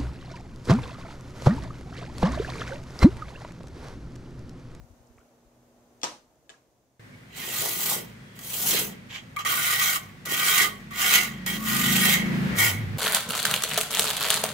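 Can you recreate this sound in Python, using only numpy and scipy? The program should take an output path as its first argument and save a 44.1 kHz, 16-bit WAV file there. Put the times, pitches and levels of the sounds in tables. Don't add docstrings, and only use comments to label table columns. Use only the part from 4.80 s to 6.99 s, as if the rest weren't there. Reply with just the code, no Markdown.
import sys
import numpy as np
from scipy import signal
from scipy.fft import rfft, irfft
from scipy.io import wavfile
from scipy.ndimage import uniform_filter1d

SR = 44100
rng = np.random.default_rng(int(sys.argv[2]) if len(sys.argv) > 2 else 0)


def pcm_store(signal):
    levels = np.round(np.clip(np.atleast_2d(signal), -1, 1) * 32767)
    wavfile.write(sys.argv[1], SR, levels.astype(np.int16).T)


def gain_from_db(level_db):
    decades = np.asarray(level_db, float) / 20
    return 10 ** decades


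N = 96799
T = np.arange(N) / SR
HZ = np.arange(N // 2 + 1) * SR / N + 1e-3
ROOM_LOW_HZ = 137.1
STRIKE_RISE_S = 0.00038
GROW = 1 - np.exp(-T[:int(0.3 * SR)] / STRIKE_RISE_S)
RING_IN_ROOM_DB = -13


def curve(table, hz):
    a = np.array(table, float)
    return np.interp(np.log(hz), np.log(a[:, 0]), a[:, 1])


def unit(x):
    return x / np.sqrt(np.mean(x ** 2))


def walk(rate_hz):
    k = int(SR / rate_hz)
    return unit(uniform_filter1d(uniform_filter1d(rng.standard_normal(N), k), k))


def left_right(mid, side, hz):
    # hz, share_0_to_1
    alike = [(50, 0.7), (110, 0.8), (300, 0.9), (600, 0.85), (1200, 0.2), (8000, 0)]
    c = np.clip(curve(alike, hz), 0, 1)
    mid, side = mid * np.sqrt(1 + c), side * np.sqrt(1 - c)
    return np.array([mid + side, mid - side])


def noise(gain):
    mid, side = rfft(rng.standard_normal((2, N))) * gain
    return unit(irfft(left_right(mid, side, HZ), N))


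def grains(table):
    start_s, level_db, pitch_hz, cycles = np.array(table, float).T[:, :, None]
    turn = (T - start_s) * pitch_hz
    return -np.cos(2 * np.pi * turn) * np.exp(-(turn / cycles) ** 2) * gain_from_db(level_db)


def ring(modes):
    hz, db, t60_s = np.array(modes, float).T[:, :, None]
    db_chance, hz_chance, phase = rng.standard_normal((3, len(modes), 1))
    t = T[:len(GROW)]
    swing = np.sin(2 * np.pi * (hz * (1 + 0.006 * hz_chance) * t + phase))
    y = gain_from_db(db + 1.5 * db_chance) * swing * gain_from_db(-60 * t / t60_s)
    return y.sum(0) / np.sqrt(np.sum(gain_from_db(db) ** 2)) * GROW


def crack(colour):
    bright_hz, t60_s = 2270, 0.013
    n = len(GROW)
    f = np.fft.rfftfreq(n, 1 / SR) + 1
    gain = gain_from_db(curve(colour, f)) / (1 + (ROOM_LOW_HZ / f) ** 4)
    bright = gain / (1 + (bright_hz / f) ** 2)
    snap = unit(irfft(rfft(rng.standard_normal(n)) * bright, n))
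    pulse = np.roll(irfft(gain, n), 88)
    pulse[-n // 2:] = 0
    return snap * gain_from_db(-60 * T[:n] / t60_s) * GROW, pulse / np.sqrt(np.sum(pulse ** 2))


def add(out, y, wet, start_s, db, pan_db, lag_s):
    left, right = int(start_s * SR), int((start_s + lag_s) * SR)
    out[0, left:left + len(y)] += wet * gain_from_db(db)
    out[1, left:left + len(y)] += y * gain_from_db(db + pan_db / 2)
    out[2, right:right + len(y)] += y * gain_from_db(db - pan_db / 2)


def strike(out, modes, colour, crack_db, start_s, db, pan_db):
    pulse_db = 15.5
    snap, pulse = crack(colour)
    body = ring(modes)
    wet = gain_from_db(RING_IN_ROOM_DB) * body + gain_from_db(pulse_db) * pulse
    add(out, body + gain_from_db(crack_db) * snap, wet, start_s, db, pan_db, lag_s=0.0004)


def low_cut(out):
    sos = signal.butter(2, ROOM_LOW_HZ, "high", fs=SR, output="sos")
    return np.vstack([out[:1], signal.sosfilt(sos, out[1:])])


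def peak(hz, width_hz):
    return 1 / (1 + (2 * (HZ - hz) / width_hz) ** 2)


def still():
    # hz, db_per_hz
    tone = [(18, -53), (30, -3.5), (124, -15), (174, -13), (319, -9), (345, -13.5), (702, -16), (1460, -29),
            (16000, -34.5)]
    tone_db, fridge_db, hiss_db = -64.5, -72, -77
    y = noise(gain_from_db(curve(tone, HZ)) / (1 + (25 / HZ) ** 4)) * gain_from_db(tone_db)
    y += noise(peak(hz=124, width_hz=13)) * gain_from_db(fridge_db)
    return y + noise(peak(hz=6420, width_hz=2300)) * gain_from_db(hiss_db)


def fan():
    # hz, rms_db
    hum_lines = [(240.1, -66.5), (120.2, -87.5)]
    # hz, db_per_hz
    air_colour = [(40, -20.5), (90, -18), (170, -18.5), (300, -2), (600, 1.5), (900, -6), (1500, -12),
                  (3000, -21)]
    off_s, hum_fade_s, hum_wobble_db = 1.232, 0.05, 0.6
    air_db, coast_db_per_s, flutter_db, flutter_hz = -64.5, -5.5, 0.5, 23
    after_s = np.clip(T - off_s, 0, None)
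    hum = np.zeros(N)
    for hz, db in hum_lines:
        level = np.sqrt(2) * gain_from_db(db + hum_wobble_db * walk(11.7))
        hum += level * np.sin(2 * np.pi * hz * T)
    air = noise(gain_from_db(curve(air_colour, HZ)) / (1 + (HZ / 5000) ** 2) / (1 + (35 / HZ) ** 4))
    air_level_db = air_db + coast_db_per_s * after_s + flutter_db * walk(flutter_hz)
    return hum * np.exp(-after_s / hum_fade_s) + air * gain_from_db(air_level_db)


def grip():
    # start_s, level_db, pitch_hz, pan_left_minus_right_db
    bumps = [(.008, -35.5, 51.3, 36), (0.027, -42.5, 66, 33), (0.045, -40, 108, 27.5), (0.067, -53, 80, 24),
             (0.108, -40, 73.4, 10), (0.13, -46.5, 63, 10), (0.21, -48.5, 59, 30), (0.308, -46, 62.5, -31),
             (.361, -49.5, 84.5, -27), (0.393, -51.5, 69, -12), (.665, -50, 42, 9)]
    y = grains([(s, db, hz, 0.53) for s, db, hz, _ in bumps])
    pan_db = np.array(bumps)[:, -1:]
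    left = (y * gain_from_db(np.minimum(pan_db, 0))).sum(0)
    right = (y * gain_from_db(-np.maximum(pan_db, 0))).sum(0)
    return np.array([left, right])


def casing_ticks():
    # start_s, level_db, pitch_hz, cycles
    ticks = [(.268, -62, 7000, 4.3), (.2715, -57, 8500, 2.2), (.2745, -57.5, 5500, 1.8),
             (.3705, -53.5, 6400, 1), (.383, -48, 2100, 1.04), (.3875, -51.5, 1190, 1.6),
             (.3928, -49, 7000, 0.78), (.406, -60, 1400, 4.2), (.412, -61, 2840, 1.8),
             (.416, -60, 1420, 3.5), (.434, -63, 1480, 1.7), (1.7445, -57.5, 1673, 11),
             (0.958, -71, 900, 2), (1.557, -58, 6500, 1.2), (1.578, -66, 6200, 1.5)]
    to_room_db = -6
    return grains(ticks).sum(0) * gain_from_db(np.array([[to_room_db], [0], [0]]))


def toggle_release():
    # start_s, level_db, pan_left_minus_right_db
    contacts = [
        (1.6934, -36.5, 7.5),
        (1.6999, -46, -22),
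        (1.7056, -53.5, 17),
    ]
    # hz, level_db, t60_s
    toggle = [(463, -9, 0.027), (656, -8, 0.085), (1030, -38, .05), (1691, -1.5, 0.058), (3037, -10, 0.085),
              (3470, 1.5, 0.018), (4250, -13, .012), (7080, 1, 0.013)]
    # hz, db_per_hz
    colour = [(450, 4.5), (1000, 6.5), (2500, 1), (4500, -2.5), (7000, -3), (9500, -11.5), (11000, -28),
              (15000, -28)]
    out = np.zeros((3, N))
    for start_s, db, pan_db in contacts:
        strike(out, toggle, colour, -4, start_s, db, pan_db)
    return low_cut(out)


def switch_off():
    # start_s, level_db, pan_left_minus_right_db, wall_thud_db
    contacts = [
        (1.2157, -40.5, 4, -30),
        (1.2322, -16.5, 3.5, -8.5),
        (1.2406, -22.5, 10.5, -3),
        (1.2477, -28.5, -7, -7.5),
    ]
    # hz, level_db, t60_s
    plate = [(2830, -3.5, 0.0086), (3380, 2, 0.024), (4540, -11, 0.011), (5610, 3, 0.02), (6540, 0, 0.02),
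             (8260, -3, 0.0083)]
    # hz, level_db, t60_s
    wall = [(186, -5, 0.099), (305.4, -2, .16), (515, -3.5, 0.14), (660, -1, 0.097), (714, -6.5, .07),
            (851, 5.5, 0.045), (976, 0.5, 0.22), (1094, 2, 0.044), (1264, 1.5, 0.12)]
    # hz, db_per_hz
    colour = [(200, -3), (420, -8), (1000, 0.5), (1800, -7), (3200, -7), (6200, -6.5), (9500, -19),
              (15000, -36)]
    wall_rise_s, wall_lag_s = 0.0015, 0.00026
    out = np.zeros((3, N))
    for start_s, db, pan_db, thud_db in contacts:
        strike(out, plate, colour, -1.5, start_s, db, pan_db)
        boom = ring(wall) * (1 - np.exp(-T[:len(GROW)] / wall_rise_s))
        add(out, boom, gain_from_db(RING_IN_ROOM_DB) * boom, start_s, db + thud_db, pan_db / 2, wall_lag_s)
    return low_cut(out)


def room(x):
    # hz, t60_s
    decay = [(125, 0.61), (300, 0.44), (1000, 0.31), (3000, 0.3), (7000, 0.3), (14000, 0.36)]
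    level_db, gap_s, rise_s = -0.5, 0.00094, 0.0012
    t = T[:SR // 2]
    f = np.fft.rfftfreq(len(t), 1 / SR) + 1
    mid, side = rfft(rng.standard_normal((2, len(t)))) / (1 + (ROOM_LOW_HZ / f) ** 4)
    white = left_right(mid, side, f)
    tail = 0
    for hz in 62.5 * 2.0 ** np.arange(9):
        share = np.clip(1 - np.abs(np.log2(f / hz)), 0, 1)
        tail = tail + irfft(white * share, len(t)) * gain_from_db(-60 * t / curve(decay, hz))
    tail = tail * (1 - np.exp(-np.clip(t - gap_s, 0, None) / rise_s))
    tail = tail / np.sqrt(np.sum(tail ** 2) / 2)
    return signal.fftconvolve(x[None], tail, axes=1)[:, :N] * gain_from_db(level_db)


def scene():
    # time_s, gain_db
    gain = [(0, 6), (.3, 4.5), (.7, 2.5), (1.2, 4.5), (1.5, 1.5), (1.85, 0.5), (2.19, -2)]
    steady = (still() + fan()) * gain_from_db(np.interp(T, *np.array(gain).T) - 4)
    clicks = casing_ticks() + toggle_release() + switch_off()
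    return clicks[1:] + room(clicks[0]) + steady + grip()


def top_cut(x):
    return signal.sosfilt(signal.butter(12, 16590, fs=SR, output="sos"), x)


def record(dry):
    mic_low_hz, top_hz = 38, 15650
    x = signal.sosfilt(signal.butter(2, mic_low_hz, "high", fs=SR, output="sos"), dry)
    x = signal.sosfilt(signal.ellip(10, 0.2, 60, top_hz, fs=SR, output="sos"), x)
    return top_cut(x)


dry = scene()
out = record(dry)
pcm_store(out)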